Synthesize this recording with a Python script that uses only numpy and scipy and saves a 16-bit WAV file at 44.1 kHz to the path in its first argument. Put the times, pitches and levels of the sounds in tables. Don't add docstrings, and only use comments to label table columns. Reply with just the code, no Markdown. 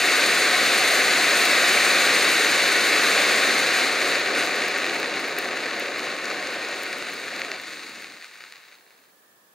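import sys
import numpy as np
from scipy import signal
from scipy.fft import rfft, irfft, next_fast_len
from scipy.io import wavfile
from scipy.ndimage import map_coordinates

SR = 44100
rng = np.random.default_rng(int(sys.argv[2]) if len(sys.argv) > 2 else 0)


def attenuation_scalar(level_db):
    decades = np.asarray(level_db, float) / 20
    return 10 ** decades


def generate_wav(signal):
    frames = np.transpose(np.atleast_2d(signal))
    scaled = np.clip(frames, -1, 1) * 32767
    pcm = np.round(scaled).astype(np.int16)
    wavfile.write(sys.argv[1], SR, pcm)


N = 420704

# start_s, share of single pops (0-1)
CHOKE = [
    (0, 0),
    (3.5, 0.12),
    (5, 0.42),
    (7, 0.24),
    (8, 0.5),
    (9.54, 0.7),
]
# freq_hz, level_db
FIZZ = [(3000, -33.5), (6000, 1.5), (8000, 5.5), (10000, -2.5), (12500, -4.5), (14000, -9.5), (15000, -1),
        (15800, -20)]


def unit(x):
    return x / np.sqrt(np.mean(x ** 2) + 1e-20)


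def along(points, hz, axis=1):
    table = np.array(points)
    return np.interp(np.log(hz + 1), np.log(table[:, 0] + 1), table[:, axis])


def curves(rows):
    time_s, *columns = np.transpose(rows)
    return [np.interp(np.arange(N) / SR, time_s, column) for column in columns]


def wobble(knots_per_s):
    knots = rng.standard_normal(int(N * knots_per_s / SR) + 4)
    return map_coordinates(knots, [np.arange(N) * knots_per_s / SR])


def filtered(x, response):
    size = next_fast_len(N + 8192)
    return irfft(rfft(x, size) * response(np.fft.rfftfreq(size, 1 / SR)), size)[..., :N]


def pulse(spectrum, size=4096):
    level_db = along(spectrum, np.fft.rfftfreq(size, 1 / SR))
    cepstrum = irfft(np.log(attenuation_scalar(level_db)), size)
    cepstrum[1:size // 2] *= 2
    cepstrum[size // 2 + 1:] = 0
    shape = irfft(np.exp(rfft(cepstrum)), size)[:size // 2]
    return shape / np.abs(shape).max()


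def coloured(x, spectrum):
    return signal.fftconvolve(x, pulse(spectrum))[:N]


def pair(two, likeness):
    def mid_side(hz):
        turn_rad = np.arccos(np.clip(likeness(hz), -1, 1)) / 2
        return np.array([np.cos(turn_rad), np.sin(turn_rad)])

    mid, side = filtered(two, mid_side)
    return np.array([mid + side, mid - side])


def turbulence(share, per_s, spread_db):
    chance, size, noise = rng.random(N), rng.exponential(size=N), rng.standard_normal(N)
    pop_amp = attenuation_scalar(spread_db * np.minimum(size, 5))
    bangs = unit((chance < per_s / SR) * pop_amp)
    share = np.clip(share, 0, 1)
    return np.sqrt(1 - share) * noise + np.sqrt(share) * (bangs - bangs.mean())


def flare():
    # freq_hz, level_db
    roar_colour = [(30, -21), (70, -27.5), (110, -17), (150, -13.5), (220, -7), (300, -2), (500, 2),
                   (800, 5.5), (1300, -13.5), (3000, -43)]
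    jet_colour = [(300, -40), (800, 5.5), (1300, 0.5), (2000, 0), (3200, 0), (4300, -4.5), (5500, -11),
                  (7000, -15), (9000, -23.5), (14000, -48)]
    roar_db, deep_db, jet_db, bright_db, fizz_db = burn()
    choke, = curves(CHOKE)
    flicker_db = choke * (1.1 * wobble(25) + 2 * wobble(70))

    deep_hz, bright_hz = 330, 3200
    roar = unit(coloured(turbulence(0.24 * choke, per_s=900, spread_db=3.5), roar_colour))
    deep = filtered(roar, lambda hz: 1 / (1 + (hz / deep_hz) ** 4))
    roar = roar + (attenuation_scalar(deep_db) - 1) * deep

    jet = unit(coloured(turbulence(1.13 * choke, per_s=2000, spread_db=4.0), jet_colour))
    bright = filtered(jet, lambda hz: 1 - 1 / (1 + (hz / bright_hz) ** 6))
    jet = jet + (attenuation_scalar(bright_db + 5.5) - 1) * bright

    fizz = unit(coloured(turbulence(0.5 * choke, per_s=3100, spread_db=1.0), FIZZ))
    sizzle_db = (0.18 + 2.0 * choke) * wobble(22) + 1.67 * wobble(60)
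    return (attenuation_scalar(roar_db + 0.17 * flicker_db + 3.5) * roar
            + attenuation_scalar(jet_db + flicker_db) * jet
            + attenuation_scalar(fizz_db + 0.78 * flicker_db + sizzle_db + 4.0) * fizz)


def burn():
    # start_s, gas_flow_db, slag crust over the mouth (0-1)
    burning = [(0, -21.5, 0), (2.0, -20.5, 0.07), (2.7, -22, 0.08), (3.3, -21, 0.21), (3.75, -23.5, 0.19),
               (4.25, -26, 0.58), (4.9, -28.5, 0.77), (5.4, -31, 0.89), (6.6, -32, 0.69), (7.2, -35, 0.43),
               (7.55, -36.5, 0.73), (7.65, -40.5, 0.24), (8.0, -42, 0.37), (8.15, -47.5, 0.3),
               (8.73, -52.5, 0.44), (8.77, -61.5, 0.4), (9.05, -65, 0.2), (9.13, -73.5, 0.2)]
    # centre_s, change_db
    surges = [(.75, 0.2), (1.75, 0.3), (3.0, -0.1), (3.8, 1.5), (3.92, -1), (4.1, 1.5), (4.4, 3.5),
              (4.6, 0.5), (4.72, -1), (4.95, 1.5), (5.2, 0), (5.5, 0.5), (5.8, 0.5), (5.9, -1.5), (6.07, 1),
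              (6.2, -2), (6.3, 0.8), (6.82, -0.5), (7.1, 0.5), (7.3, -1), (7.4, 1), (7.72, 2), (8.25, 2),
              (8.42, 1), (8.63, -4), (8.72, -2), (8.84, 0.5), (9.04, 0)]
    # centre_s, roar_step_db, deep_step_db
    slumps = [
        (6.92, -0.5, 3),
        (7.6, -4, 6.5),
        (8.2, -3, -10),
        (8.78, 11.5, -5),
        (9.1, 6, -1),
    ]
    surge_half_s, slump_half_s = 0.031, 0.019
    surge_fizz, surge_roar = 1.6, 0.67
    ember_db_per_s = -28
    t = np.arange(N) / SR
    (gas_db, crust), (choke,) = curves(burning), curves(CHOKE)
    gas_db = gas_db + ember_db_per_s * np.maximum(t - burning[-1][0], 0)

    surge_db = sum(db * np.exp(-0.5 * ((t - s) / surge_half_s) ** 2) for s, db in surges)
    slump_db, deep_db = sum(np.outer(steps_db, 1 + np.tanh((t - s) / slump_half_s)) / 2
                            for s, *steps_db in slumps)

    roar_db = gas_db - 7.5 + 6 * crust + slump_db + surge_roar * surge_db
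    bright_db = -3.5 - 6 * crust + 7.5 * choke
    fizz_db = gas_db - 16 - 13.5 * crust + 2 * choke + surge_fizz * surge_db
    return roar_db, deep_db, gas_db + surge_db, bright_db, fizz_db


def pops():
    # start_s, peak_db
    pockets = [(4.8434, -7), (5.3145, -22), (5.634, -15), (5.7066, -28), (5.882, -14), (6.9286, -12),
               (7.0236, -18), (7.0745, -25), (7.1902, -30), (7.3933, -15), (7.4168, -8), (7.4476, -13),
               (7.516, -9), (7.5444, -18), (8.0226, -21), (8.0433, -17.5), (8.4695, -33), (8.2124, -32),
               (8.244, -21.5), (8.4058, -26), (8.4384, -22), (8.4495, -31), (8.5675, -38), (8.5227, -28),
               (8.5362, -27.5), (8.723, -31), (8.7846, -44), (8.8639, -46), (8.9058, -37), (8.9886, -44)]
    edge_db, edge_grows = -39, 0.72
    blunt, edge = np.zeros(N), np.zeros(N)
    for s, db in pockets:
        at = round(s * SR) + 40
        blunt[at] = attenuation_scalar(db - 2.5)
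        edge[at] = attenuation_scalar(edge_db + edge_grows * db)
    blunt_colour = [(100, -32), (500, -4), (1500, -5), (2500, 0), (4500, -8), (7000, -21), (12000, -45)]
    return coloured(blunt, blunt_colour) + coloured(edge, FIZZ)


def spits():
    # start_s, peak_db
    slag_bursts = [(0.661, -22), (1.0595, -22.5), (1.4539, -15), (2.8723, -24), (4.1519, -28),
                   (4.1971, -28), (4.4607, -22), (4.5607, -27), (4.6839, -25), (4.7807, -25), (4.8664, -29),
                   (4.9426, -31), (5.0002, -25), (5.1596, -33), (5.2016, -29), (5.2828, -31), (5.3869, -16),
                   (5.798, -25), (5.9851, -31), (6.3294, -41), (6.5356, -34), (6.8343, -22), (6.9852, -31),
                   (7.1011, -35), (7.1396, -29), (7.4011, -35), (7.5058, -40), (7.6168, -31), (7.875, -50),
                   (8.0195, -34)]
    # start_s, peak_db
    cracks = [(5.31, -32), (5.6576, -22), (5.6769, -36), (5.7432, -34), (5.754, -32), (5.9949, -24),
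              (6.227, -37), (6.2455, -24), (6.2561, -15.5), (6.2998, -26), (6.4722, -20), (6.5603, -34),
              (6.6874, -20), (6.7622, -39), (6.9295, -23), (7.0247, -25), (7.267, -33), (7.3638, -22),
              (7.3906, -42), (7.5169, -30), (7.7045, -33), (7.8939, -32), (8.245, -34), (8.3481, -43),
              (8.5238, -29)]
    # freq_hz, level_db
    slag = [(3000, -30), (6000, -9), (8000, -5), (12000, 0), (15500, 2)]
    low_db, sizzle_db = -2, -18
    crack_snap_db, crack_snap_grows = -30, 0.4
    bursts = [(s, db, db + low_db) for s, db in slag_bursts]
    bursts += [(s, crack_snap_db + crack_snap_grows * db, db) for s, db in cracks]

    swell, snaps, thuds, t = np.zeros(N), np.zeros(N), np.zeros(N), np.arange(N) / SR
    for s, snap_db, thud_db in bursts:
        near = slice(round((s - 0.02) * SR), round((s + 0.06) * SR))
        u = (t[near] - s) / 0.004
        fall = 0.8 * np.exp(-1.5 * u) + 0.15 * np.exp(-0.4 * u)
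        swell[near] += attenuation_scalar(snap_db + sizzle_db + 4.0) * np.where(u < 0, np.exp(1.2 * u), fall)
        snaps[round(s * SR) - 2] = attenuation_scalar(snap_db + 6.0)
        thuds[round(s * SR) - 4] = attenuation_scalar(thud_db + 1)
    sizzle = swell * unit(coloured(rng.standard_normal(N), slag))
    lower = coloured(thuds, [(1000, -24), (2500, -4), (4500, 0), (7000, -5), (11000, -26)])
    return sizzle + coloured(snaps, slag) + lower


def ground(x):
    # freq_hz, level_db
    soil = [(300, -11.5), (900, 0.4), (3000, -2.5), (5500, -12), (8000, -3), (10500, -15.5), (12500, -9),
            (15000, -3)]
    # freq_hz, left_over_right_db, left_lead_rad
    left = [(300, 0, .02), (740, .5, .03), (1220, 2.5, .08), (2010, 1.5, .15), (3330, 1, .35),
            (5500, 1.5, .55), (9080, .5, .6), (12500, -1.5, .9), (15000, -2, 1.6)]
    # delay_ms, level_db, phase_rad
    near_things = [
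        (2.7, -19.5, 0.74),
        (3.25, -23, -0.8),
    ]
    # delay_ms, level_db, phase_rad, centre_hz
    stump = (5.55, -8, .28, 900)
    stump_octaves = 0.44
    delay_s, turn_rad = 0.00043, 0.78
    choke, = curves(CHOKE)

    def soil_response(hz):
        return attenuation_scalar(along(soil, hz)) * np.exp(-1j * (2 * np.pi * hz * delay_s + turn_rad))

    def echo(hz, ms, db, rad):
        return attenuation_scalar(db) * np.exp(1j * (rad - 2 * np.pi * hz * ms / 1000))

    def arrival(hz):
        octaves = np.log2((hz + 1) / stump[3])
        stump_echo = echo(hz, *stump[:3]) * np.exp(-0.5 * (octaves / stump_octaves) ** 2)
        near = 1 + stump_echo + sum(echo(hz, *thing) for thing in near_things)
        log_ratio = along(left, hz) * np.log(10) / 20 + 1j * along(left, hz, axis=2)
        return near * np.exp(np.outer([0.5, -0.5], log_ratio))

    bounce = filtered(x, soil_response)
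    return filtered(x + attenuation_scalar(3.2 * choke - 0.4) * bounce, arrival)


def trunks(x):
    # freq_hz, t60_s, level_db, left-right likeness
    scatter = [(300, 0.64, -30.5, 0.96), (914, 0.48, -14, 0.51), (2970, 0.46, -11.5, 0.095),
               (8100, 0.48, -5.5, 0.089), (15000, 0.22, -3, 0.01)]
    hz, t, z = signal.stft(rng.standard_normal((2, SR // 2)), SR, nperseg=256)
    t60_s = along(scatter, hz)[:, None]
    tail = signal.istft(z * attenuation_scalar(-60 * t / t60_s) / np.sqrt(t60_s), SR, nperseg=256)[1]
    delay_s = 0.021 + 0.00008 * wobble(4)
    late = map_coordinates(x, [np.arange(N) - SR * delay_s])
    wet = signal.fftconvolve(late[None], tail / np.linalg.norm(tail[0]), axes=1)[:, :N]
    wet = filtered(wet, lambda hz: attenuation_scalar(along(scatter, hz, axis=2)))
    return pair(wet, lambda hz: along(scatter, hz, axis=3))


def forest_air():
    # freq_hz, level_db (per Hz)
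    air = [(40, -19), (100, -10), (180, -4), (300, -3), (520, -1.5), (800, -3.5), (1250, -2.5), (1450, -7),
           (1700, 3), (1850, -2), (2050, -16), (3500, -14), (6000, -46)]
    # freq_hz, left-right likeness
    alike = [(60, 0.69), (180, 0.97), (550, 0.66), (1650, -0.094), (4970, -0.03), (15000, 0.1)]
    two = filtered(rng.standard_normal((2, N)), lambda hz: attenuation_scalar(along(air, hz)))
    return attenuation_scalar(-61.0 + 0.43 * wobble(2.43)) * unit(pair(two, lambda hz: along(alike, hz)))


def scene():
    flame, bursts, (choke,) = flare(), pops() + spits(), curves(CHOKE)
    scattered = attenuation_scalar(1.5 * choke) * (flame + 0.35 * bursts)
    return ground(flame + bursts) + trunks(scattered) + forest_air()


def band_limit(x):
    return signal.sosfilt(signal.butter(12, 15900, fs=SR, output="sos"), x)


def record(dry):
    # freq_hz, level_db
    hiss_colour = [(300, -15), (2000, -4), (8000, -4.5), (13000, -4), (15000, -3), (15400, -4),
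                   (15600, 8.5), (15750, 3)]
    top_hz, bass_hz = 15760, 90
    noise = rng.standard_normal((2, N))
    hiss = unit(filtered(noise, lambda hz: attenuation_scalar(along(hiss_colour, hz)) * (hz < top_hz)))
    heard = filtered(dry, lambda hz: (1j * hz / (1j * hz + bass_hz)) ** 2)
    heard = heard + attenuation_scalar([[-63], [-60]]) * hiss
    mix = filtered(heard, lambda hz: 1 / (1 + (hz / top_hz) ** 400))
    return band_limit(mix)


dry = scene()
out = record(dry)
generate_wav(out)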